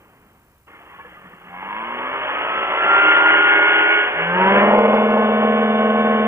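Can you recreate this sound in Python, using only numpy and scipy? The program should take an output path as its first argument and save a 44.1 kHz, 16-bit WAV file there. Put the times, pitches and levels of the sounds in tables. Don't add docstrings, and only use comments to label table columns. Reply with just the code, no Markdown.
import sys
import numpy as np
from scipy import signal
from scipy.fft import rfft, irfft, next_fast_len
from scipy.io import wavfile
from scipy.ndimage import uniform_filter1d, map_coordinates

SR = 44100
rng = np.random.default_rng(int(sys.argv[2]) if len(sys.argv) > 2 else 0)


def unload_wav(signal):
    wavfile.write(
        sys.argv[1],
        SR,
        np.round(np.clip(np.atleast_2d(signal).T, -1, 1) * 32767).astype(np.int16),
    )


N = 276507

# (time [s], speed [turns/s])
CRANK_SPEED = [(1.4, 41.1), (1.49, 42.1), (1.7, 51.1), (1.79, 55.1), (1.93, 60.1), (2.1, 65.3),
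               (2.27, 69.3), (2.36, 71.1), (2.62, 74.9), (3.01, 78.3), (3.37, 80.1), (4.18, 82.55),
               (4.26, 84.8), (4.52, 99.3), (4.67, 103.7), (4.95, 106.7), (5.47, 107.8), (6.27, 108.1)]
# (crank speed [turns/s], blade passes [per crank turn])
PROPELLER_BELT = [(41, .756), (66, .741), (80.5, .742), (85, .732), (102, .728)]
# (crank speed [turns/s], vane passes [per crank turn])
FAN_BELT = [(41, 18.05), (58, 17.98), (66, 17.8), (76, 17.78), (79.2, 17.85), (80.5, 17.86), (82.3, 17.78),
            (100, 17.8)]

IDLE_S, IDLE_ATTACK_S = 0.664, 0.018
# (start [s], attack [s], hold [s], release [s])
FIRST_PUSH, FIRST_PUSH_DB = (1.41, 0.17, 0.084, 0.71), 2.5
# (start [s], attack [s], hold [s], release [s])
SINGING = (2.747, 0.18, 1.061, 0.12)
THROTTLE_S, OPENING_S = 4.213, 0.42
SURGE_S, SURGE_RISE_S = 4.306, 0.32

# (frequency [Hz], gain [dB])
RUMBLE_COLOUR = [(10, -16), (28, -5), (60, -1), (120, -0.5), (200, -18), (600, -70), (2000, -120)]
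RUSH_COLOUR = [(100, -8), (180, 3.5), (300, 3), (600, -2), (1150, -0.5), (2000, -7), (3200, -10.5),
               (4200, -73)]
HISS_COLOUR = [(2500, -19), (4500, -16), (8000, -1.5), (12000, -2.5), (13000, 4.5), (14000, -12),
               (14900, 14), (15300, 3.5)]
RUMBLE_DB, RUMBLE_DB_PER_DOUBLING = -62, 6.5
RUSH_DB, RUSH_FADE_S = -51.5, 0.85

# (time [s], level [dB], centre [Hz])
TICKS = [(4.712, -55, 8950), (4.788, -42.5, 4070), (4.813, -59, 7900), (4.921, -60, 8800),
         (4.949, -46.5, 4400), (5.027, -58, 8060), (5.103, -47, 4080), (5.149, -60.5, 8230),
         (5.174, -55.5, 5950), (5.181, -54.5, 4540)]
TICK_T60_S, TICK_RING_DB, TICK_RING_T60_S = 0.012, -16, 0.1
THUD_DB, THUD_HZ, THUD_T60_S = 9.5, 44.8, 0.067

# (time [s], pitch [Hz], level [dB])
CLANKS = [(0.679, 1126, -37), (0.712, 2120, -42), (0.732, 1420, -37.5), (0.749, 2090, -37),
          (0.803, 705, -39), (0.858, 1208, -42.5), (0.918, 1010, -37), (0.931, 805, -36.5),
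          (0.99, 930, -32.5), (1.006, 2290, -37), (1.142, 2000, -35), (1.168, 1230, -32),
          (1.268, 1400, -40.5)]
CLANK_ATTACK_S, CLANK_T60_S = 0.004, 0.08
# (time [s], low mode [dB], middle mode [dB], high mode [dB])
SPUTTERS = [(0.732, -54, -50.5, -52.5), (0.914, -53.5, -33.5, -53), (0.942, -60.5, -33.5, -51),
            (0.985, -60, -31.5, -54), (0.996, -44, -32, -32.5), (1.046, -34, -37, -34),
            (1.07, -58, -54, -39.5), (1.305, -41.5, -40.5, -53.5)]
# (pitch [Hz], time to fall 60 dB [s])
SILENCER_MODES = [(500, .1), (1100, 0.081), (1720, 0.13)]
SPUTTER_ATTACK_S = 0.0056

# (frequency [Hz], width before squaring [Hz], gain [dB])
LOOSE_PARTS = [(248, 130, -4.5), (507, 110, -11), (716, 160, -11.5), (1210, 240, -2.5), (1810, 220, -2.5)]
RATTLE_DB, RATTLE_SCATTER_DB = -50, 5.5
# (frequency [Hz], width before squaring [Hz], gain [dB])
BURBLE_MODES = [(175, 49, 0)]
BURBLE_START_S, BURBLE_RISE_S = 0.84, 0.1
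BURBLE_IDLE_DB, BURBLE_DB_PER_DOUBLING = -52, -6

# (idle level [dB], rise per speed doubling [dB], singing change [dB], full throttle change [dB])
HUM_LEVELS = [(-51, 6.5, 12, -20), (-76, 25, 15, -15.5), (-59.5, 22.5, -8.5, -8), (-69.5, 32, 4, -29.5)]
HUM_START_S, HUM_ATTACK_S = 1.44, 0.1
# (frequency [Hz], gain [dB])
SILENCER_COLOUR = [(165, -2.5), (188, -1.5), (250, 3.5), (280, -2), (320, -1.5), (400, 1)]

# (start [s], attack [s], hold [s], release [s], buzz [dB], buzz tilt [dB/octave], fan [dB])
PULLS = [(1.47, 0.17, 0.58, 0.34, -31, 3.5, -35), (4.191, 0.13, 0.31, 0.15, -25, -5, -27.5),
         (4.399, 0.17, 0.42, 0.14, -31.5, 28.5, -36)]
# (frequency [Hz], width before squaring [Hz], gain [dB])
MOUNT = [(565, 290, -17.5), (993, 240, -2.5), (1650, 69, -6), (2158, 170, -10)]
# (start [s], attack [s], hold [s], release [s])
WHINE = (2.33, 0.22, 1.7, 0.28)
WHINE_DB, WHINE_LIFT_DB, WHINE_SAG_DB_PER_S = -25.5, 13.5, 3.5

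# (multiple of crank speed [1], relative level [dB])
ENGINE_SNARL_ORDERS = [(8, -4), (10, -0.5), (11, -2.5), (13, -6), (17, -5), (19, -5.5), (20, 6), (22, -0.5),
                       (25, -1), (26, 0.5), (27, 6), (29, -1), (31, -4.5), (34, -0.5)]
# (multiple of blade rate [1], relative level [dB])
BLADE_SNARL_ORDERS = [(9, -7.5), (10, 1.5), (11, -4.5), (12, 3.5), (15, -2.5), (18, -6.5)]
# (idle level [dB], rise per speed doubling [dB], singing change [dB],
# full throttle change [dB], surge [dB], settling [s])
ENGINE_SNARL = (-67, 27.5, 6, -27, 5.5, 1)
BLADE_SNARL = (-65.5, 27, -3.5, -23, 20, 0.75)

# (time [s], relative level [dB])
HARD_SLAPS = [(4.681, -8.5), (4.71, -3), (4.734, -0.5), (4.763, -6), (4.785, -3), (4.811, -8.5),
              (4.837, -7.5), (4.914, -10), (4.941, -3), (4.981, -7), (5.019, -6.5), (5.095, -9.5),
              (5.172, -4.5), (5.224, -6.5), (5.287, -7.5), (5.429, -10)]
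HARD_SLAP_DB = -4
# (start [s], attack [s], hold [s], release [s])
STALL, STALL_DB, ROLLING_DB = (4.55, 0.087, 0.46, 0.3), -28.5, -34
# (frequency [Hz], width before squaring [Hz], gain [dB])
WING = [(457, 16, 11), (492.4, 12, 7.5), (554, 240, 2.5), (835, 130, 2)]

# (idle level [dB], rise per speed doubling [dB],
# singing change [dB], full throttle change [dB], surge [dB], settling [s])
RASP_LEVELS = [(-56, 28.5, 2, -16.5, 14.5, 0.39), (-53.5, 29, 3, -26, 18.5, 0.64),
               (-49, 26, 6, -18.5, 11, 0.055)]
# (frequency [Hz], gain [dB])
RASP_COLOUR = [(60, -40.5), (190, -18.5), (265, -14.5), (305, -9.5), (420, -4), (520, -1.5), (700, -0.5),
               (1100, -3), (1650, -2.5), (2200, -4), (2400, -8), (2850, -5), (3400, -12), (4200, -69)]
CHURN = (5, -8.5, 1, -5, 13.5, 1.5)
# (frequency [Hz], gain [dB])
CHURN_COLOUR = [(200, 1.5), (330, -10.0), (600, -9.0), (1100, 3.0)]
BLADE_CLICK_COLOUR = [(400, -2.0), (900, -5.5), (2000, -12.0)]
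# (start [s], attack [s], hold [s], release [s])
EASE = (3.267, 0.74, 0.18, 0.26)
EASE_DB = (-5, -8, -3)
# (at idle [dB], one speed doubling above [dB])
WAVER_DB, WAVER_KNOTS_PER_S = (1.5, 0.82), 14

# (start [s], rise [s], held level [dB], overshoot [dB], settling [s])
LOAD_VOICES = [(4.14, 0.41, -20.5, -1, 0.46), (4.33, 0.1, -22.5, 6.5, 0.17), (4.27, .37, -21.5, 3, 0.55)]
# (multiple of crank speed [1], relative level [dB])
EXHAUST_ORDERS = [(4, 1), (6, 0), (7, -10.5), (8, -11), (10, 5.5), (11, -11.5), (12, -12), (14, -3),
                  (16, -5), (17, -18), (18, -28.5), (19, -28), (20, -9.5), (21, -7.5), (24, -35), (25, -16),
                  (26, -28), (27, -45.5), (28, -12.5), (30, -32), (32, -14)]
# (multiple of blade rate [1], relative level [dB])
BLADE_ORDERS = [(2, -20), (3, -2), (4, -32), (5, -22), (6, 3), (7, -1.5), (8, 0), (9, 2.5), (10, -4.5),
                (11, -23), (12, -14.5), (13, -17.5), (14, -13.5), (15, -13), (16, -15), (17, -26),
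                (19, -10.5)]

# (frequency [Hz], likeness [0-1])
ALIKE = [(100, 1), (500, 1), (1500, 0.97), (3000, 0.96)]
DULL_HZ, TOP_HZ = 3480, 15350


def amp(db):
    return 10 ** (np.asarray(db) / 20)


def unit(x):
    return x / np.sqrt(np.mean(x ** 2) + 1e-20)


def along(points, hz):
    f, v = np.transpose(points)
    return np.interp(np.log(hz + 1), np.log(f + 1), v)


def crank_speed():
    s, speed = np.transpose(CRANK_SPEED)
    return np.interp(np.arange(N) / SR, s, speed)


def doublings():
    speed = crank_speed()
    return np.log2(speed / speed[0])


def wobble(rate):
    knots = rng.standard_normal(int(N * rate / SR) + 4)
    return map_coordinates(knots, [np.arange(N) * rate / SR])


def ramp(start_s, rise_s):
    return np.clip((np.arange(N) / SR - start_s) / rise_s, 0, 1)


def envelope(start_s, attack_s, hold_s, release_s):
    return ramp(start_s, attack_s) * (1 - ramp(start_s + attack_s + hold_s, release_s))


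def settle(start_s, settle_s):
    return np.exp(-np.maximum(np.arange(N) / SR - start_s, 0) / settle_s)


def effort_db(idle_db, rise_db, singing_db, full_db, surge_db=0, settle_s=1):
    surge = ramp(SURGE_S, SURGE_RISE_S) * settle(SURGE_S + SURGE_RISE_S, settle_s)
    push_db = FIRST_PUSH_DB * envelope(*FIRST_PUSH)
    throttle_db = push_db + full_db * ramp(THROTTLE_S, OPENING_S) + surge_db * surge
    return idle_db + rise_db * doublings() + singing_db * envelope(*SINGING) + throttle_db


def filtered(x, response):
    m = next_fast_len(N + SR // 4)
    return irfft(rfft(x, m) * response(np.fft.rfftfreq(m, 1 / SR)), m)[..., :N]


def below(hz, edge_hz, order):
    return 1 / np.sqrt(1 + (hz / edge_hz) ** (2 * order))


def resonances(modes, hz):
    return sum(amp(db) * (1j * hz * width / (centre ** 2 - hz ** 2 + 1j * hz * width)) ** 2
               for centre, width, db in modes)


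def noise(colour):
    return unit(filtered(rng.standard_normal(N), lambda hz: amp(along(colour, hz))))


def patchy(x, depth_db, size):
    z = signal.stft(x, nperseg=512)[2]
    field = uniform_filter1d(rng.standard_normal(z.shape), size=3, axis=0)
    field = uniform_filter1d(field, size=size, axis=1)
    return signal.istft(z * amp(depth_db * unit(field)), nperseg=512)[1][:N]


def turns(speed, drift):
    return np.cumsum(speed) / SR + drift * wobble(14)


def pulses(phase, second, scatter_db, jitter_s):
    at = np.interp(np.arange(1, int(phase[-1])), phase, np.arange(N))
    at = np.clip(at + jitter_s * SR * rng.standard_normal(len(at)), 0, N - 2)
    size = amp(scatter_db * rng.standard_normal(len(at)))
    size = size * np.where(np.arange(len(at)) % 2, second, 1)
    i = at.astype(int)
    return unit(np.bincount(i, size * (1 - at + i), N) + np.bincount(i + 1, size * (at - i), N))


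def throb(phase, orders, scatter_db, jitter):
    size = 2048
    multiples, levels = np.transpose(orders)
    multiples = np.round(multiples).astype(int)
    outline = np.interp(np.arange(size // 2 + 1), multiples, levels)
    outline = uniform_filter1d(outline, size=5)
    delay = np.imag(rfft(2 * irfft(np.log(amp(outline)))[:size // 2], size))
    gain = np.zeros(size // 2 + 1)
    gain[multiples] = amp(levels)
    cycle = np.roll(-irfft(gain * np.exp(1j * delay)), size // 2)
    knots = np.arange(int(phase[-1]) + 2)
    strength, late = (np.interp(phase, knots + .5, rng.standard_normal(len(knots))) for _ in range(2))
    repeated = np.interp(phase + jitter * late, np.arange(size) / size, cycle, period=1)
    return unit(amp(scatter_db * strength) * repeated)


def partials(phase, orders, waver_db, stray):
    out = np.zeros(N)
    for k, db in orders:
        strength = amp(waver_db * wobble(13))
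        tone = np.sin(2 * np.pi * round(k) * phase + stray * wobble(17))
        out += amp(db) * unit(strength * tone)
    return out


def rough_ring(t, hz, db, t60_s, attack_s, roughness):
    stray = np.cumsum(rng.standard_normal(len(t))) * roughness
    ring = amp(db - 60 * t / t60_s) * np.sin(2 * np.pi * hz * t + stray)
    return ring * (1 - np.exp(-t / attack_s))


def airframe(x, ring_s):
    t = np.arange(SR // 25) / SR
    scatter = rfft(rng.standard_normal(len(t)) * amp(-60 * t / ring_s))
    evened = irfft(scatter / np.abs(scatter) ** 0.55)
    return unit(signal.fftconvolve(x, evened)[:N])


def ports(x):
    delayed = np.concatenate([np.zeros(SR // 14), x])[:N]
    scattered = airframe(delayed, ring_s=.03) * np.std(x)
    side = filtered(scattered, lambda hz: np.sqrt((1 - along(ALIKE, hz)) / 2))
    lag_s = 0.00013
    sides = np.array([[-1], [1]])
    return filtered(np.array([x + side, x - side]), lambda hz: np.exp(1j * np.pi * hz * lag_s * sides))


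def squash(x):
    return x / (1 + np.abs(x / .82) ** 8) ** (1 / 8)


def hiss():
    flutter = unit(amp(5 * np.cos(2 * np.pi * 60 * np.arange(N) / SR)))
    return amp(-67.0) * flutter * noise(HISS_COLOUR) + amp(-67.5) * rng.standard_normal((2, N))


def air():
    rumble = noise(RUMBLE_COLOUR) + amp(-18.0) * np.array([[1], [-1]]) * noise(RUMBLE_COLOUR)
    rumble_db = RUMBLE_DB + RUMBLE_DB_PER_DOUBLING * doublings()
    rush = amp(RUSH_DB) * (1 - ramp(0, RUSH_FADE_S)) * noise(RUSH_COLOUR)
    return amp(rumble_db) * rumble + ports(rush)


def ticks():
    out, t = np.zeros(N), np.arange(SR // 5) / SR
    hz = np.fft.rfftfreq(len(t), 1 / SR)
    thud = amp(THUD_DB - 60 * t / THUD_T60_S) * np.sin(2 * np.pi * THUD_HZ * t)
    decay = amp(-60 * t / TICK_T60_S) + amp(TICK_RING_DB - 60 * t / TICK_RING_T60_S)
    for s, db, centre in TICKS:
        burst = rfft(decay * rng.standard_normal(len(t)))
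        crack = irfft(burst * resonances([(centre, centre / 2, 6)], hz), len(t))
        out[round(s * SR):][:len(t)] += amp(db) * (crack + thud)
    return out


def clanks():
    out, t = np.zeros(N), np.arange(SR // 6) / SR
    for s, hz, db in CLANKS:
        ring = rough_ring(t, hz, db, CLANK_T60_S, CLANK_ATTACK_S, roughness=.045)
        out[round(s * SR):][:len(t)] += ring
    return out


def sputters():
    out, t = np.zeros(N), np.arange(SR // 6) / SR
    for s, *levels in SPUTTERS:
        for (hz, t60_s), db in zip(SILENCER_MODES, levels):
            ring = rough_ring(t, hz, db, t60_s, SPUTTER_ATTACK_S, roughness=.03)
            out[round(s * SR):][:len(t)] += ring
    return out


def rattle(crank):
    knocks = pulses(2 * crank, second=.8, scatter_db=RATTLE_SCATTER_DB, jitter_s=.003)
    shaken = airframe(knocks, ring_s=.07)
    loose = amp(RATTLE_DB) * unit(filtered(shaken, lambda hz: resonances(LOOSE_PARTS, hz)))
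    burble = unit(filtered(knocks, lambda hz: resonances(BURBLE_MODES, hz)))
    burble_db = BURBLE_IDLE_DB + BURBLE_DB_PER_DOUBLING * doublings()
    return loose + ramp(BURBLE_START_S, BURBLE_RISE_S) * amp(burble_db) * burble


def hum(crank, blade):
    phases = 4 * crank, 5 * crank, 6 * crank, 7 * blade
    tones = [unit(np.sin(2 * np.pi * phase + .6 * wobble(9))) for phase in phases]
    fourth_hz = np.gradient(phases[0]) * SR
    tones[0] = tones[0] * amp(along(SILENCER_COLOUR, fourth_hz))
    drone = sum(amp(effort_db(*law) + 2.2 * wobble(14)) * tone for law, tone in zip(HUM_LEVELS, tones))
    return ramp(HUM_START_S, HUM_ATTACK_S) * drone


def buzz(crank):
    firing = pulses(2 * crank, second=.65, scatter_db=1.8, jitter_s=.00005)
    firing = patchy(firing, depth_db=1.7, size=8)
    out = np.zeros(N)
    for *shape, db, tilt_db, _ in PULLS:
        tilt = lambda hz: amp(tilt_db * np.log2(np.clip(hz, 500, 2400) / 1000))
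        mounted = filtered(firing, lambda hz: resonances(MOUNT, hz) * tilt(hz))
        out += amp(db) * envelope(*shape) * unit(mounted)
    return out


def fan(fan_phase, crank):
    pulling = sum(amp(db) * envelope(*shape) for *shape, _, _, db in PULLS)
    shaken = 1 + .9 * np.cos(4 * np.pi * crank)
    tone = np.sin(2 * np.pi * fan_phase + .8 * wobble(40))
    return pulling * unit(amp(2.2 * wobble(22)) * shaken * tone)


def whine(fan_phase, blade):
    angle = 2 * np.pi * fan_phase + .22 * wobble(60)
    tone = np.sin(angle) + amp(-23) * np.sin(2 * angle)
    chopped = unit(tone * (1 + .15 * np.cos(2 * np.pi * blade)))
    sag_db = WHINE_SAG_DB_PER_S * (np.arange(N) / SR - WHINE[0])
    db = WHINE_DB + WHINE_LIFT_DB * envelope(*SINGING) - sag_db
    return envelope(*WHINE) * amp(db + .7 * wobble(45)) * chopped


def snarl(crank, blade):
    engine = partials(crank, ENGINE_SNARL_ORDERS, waver_db=3.0, stray=0.62)
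    propeller = partials(blade, BLADE_SNARL_ORDERS, waver_db=2.8, stray=0.65)
    return amp(effort_db(*ENGINE_SNARL)) * engine + amp(effort_db(*BLADE_SNARL)) * propeller


def slaps(blade):
    wing = lambda hz: resonances(WING, hz)
    light = pulses(blade / 2, second=1, scatter_db=2.5, jitter_s=.0012)
    light_gain = amp(STALL_DB) * envelope(*STALL) + amp(ROLLING_DB) * ramp(*STALL[:2])
    hard = np.zeros(N)
    for s, db in HARD_SLAPS:
        hard[round(s * SR)] = amp(db + HARD_SLAP_DB)
    peak = np.abs(filtered(signal.unit_impulse(N), wing)).max()
    return light_gain * unit(filtered(light, wing)) + filtered(hard, wing) / peak


def rasp_source(crank, blade):
    firing = np.zeros(N)
    for lead in (0, .5):
        clicks = pulses(crank + lead, second=0.97, scatter_db=2.5, jitter_s=.00002)
        firing += airframe(clicks, ring_s=0.028)
    blade_clicks = pulses(blade, second=0.95, scatter_db=2.0, jitter_s=.00006)
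    blade_clicks = airframe(blade_clicks, ring_s=0.057)
    blade_clicks = filtered(blade_clicks, lambda hz: amp(along(BLADE_CLICK_COLOUR, hz)))
    puffs = amp(0.73 * np.cos(2 * np.pi * blade) + 0.4 * np.cos(4 * np.pi * crank))
    churn = unit(rng.standard_normal(N) * puffs)
    churn = amp(effort_db(*CHURN)) * filtered(churn, lambda hz: amp(along(CHURN_COLOUR, hz)))
    return patchy(amp(-7) * unit(firing) + blade_clicks + churn, depth_db=1.1, size=10)


def rasp(crank, blade):
    source = rasp_source(crank, blade)
    low = lambda hz: below(hz, 810, order=6) ** 2
    lower = lambda hz: below(hz, 1304, order=8) ** 2
    bands = low, lambda hz: lower(hz) - low(hz), lambda hz: 1 - lower(hz)
    out = np.zeros(N)
    for band, law, ease_db in zip(bands, RASP_LEVELS, EASE_DB):
        voice = filtered(source, lambda hz: band(hz) * amp(along(RASP_COLOUR, hz)))
        power = np.abs(uniform_filter1d(voice ** 2, size=SR // 4))
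        steady = voice / np.sqrt(power + 1e-12)
        waver_db = np.interp(doublings(), [0, 1], WAVER_DB) * wobble(WAVER_KNOTS_PER_S)
        out += amp(effort_db(*law) + ease_db * envelope(*EASE) + waver_db) * steady
    return out


def full_throttle(crank, blade):
    boom_gain, exhaust_gain, chop_gain = (
        ramp(s, rise_s) * amp(db + over_db * settle(s + rise_s, settle_s))
        for s, rise_s, db, over_db, settle_s in LOAD_VOICES)
    boom = boom_gain * amp(0.31 * wobble(32)) * unit(-np.cos(4 * np.pi * crank))
    exhaust = exhaust_gain * throb(crank, EXHAUST_ORDERS, scatter_db=1.1, jitter=.003)
    chop = chop_gain * throb(blade, BLADE_ORDERS, scatter_db=1.7, jitter=.004)
    return boom + patchy(exhaust, depth_db=1.8, size=12) + patchy(chop, depth_db=1, size=8)


def scene():
    speed = crank_speed()
    crank = turns(speed, drift=.0045)
    blade = turns(speed * along(PROPELLER_BELT, speed), drift=.003)
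    fan_phase = turns(speed * along(FAN_BELT, speed), drift=.07)
    aircraft = clanks() + sputters() + rattle(crank)
    aircraft += hum(crank, blade) + buzz(crank)
    aircraft += fan(fan_phase, crank) + whine(fan_phase, blade)
    aircraft += snarl(crank, blade) + slaps(blade)
    aircraft += rasp(crank, blade) + full_throttle(crank, blade)
    aircraft *= ramp(IDLE_S, IDLE_ATTACK_S)
    dull = filtered(squash(ports(aircraft) + air()), lambda hz: below(hz, DULL_HZ, order=60))
    return dull + hiss() + ticks()


def record(dry):
    return filtered(dry, lambda hz: hz < TOP_HZ)


dry = scene()
out = record(dry)
unload_wav(out)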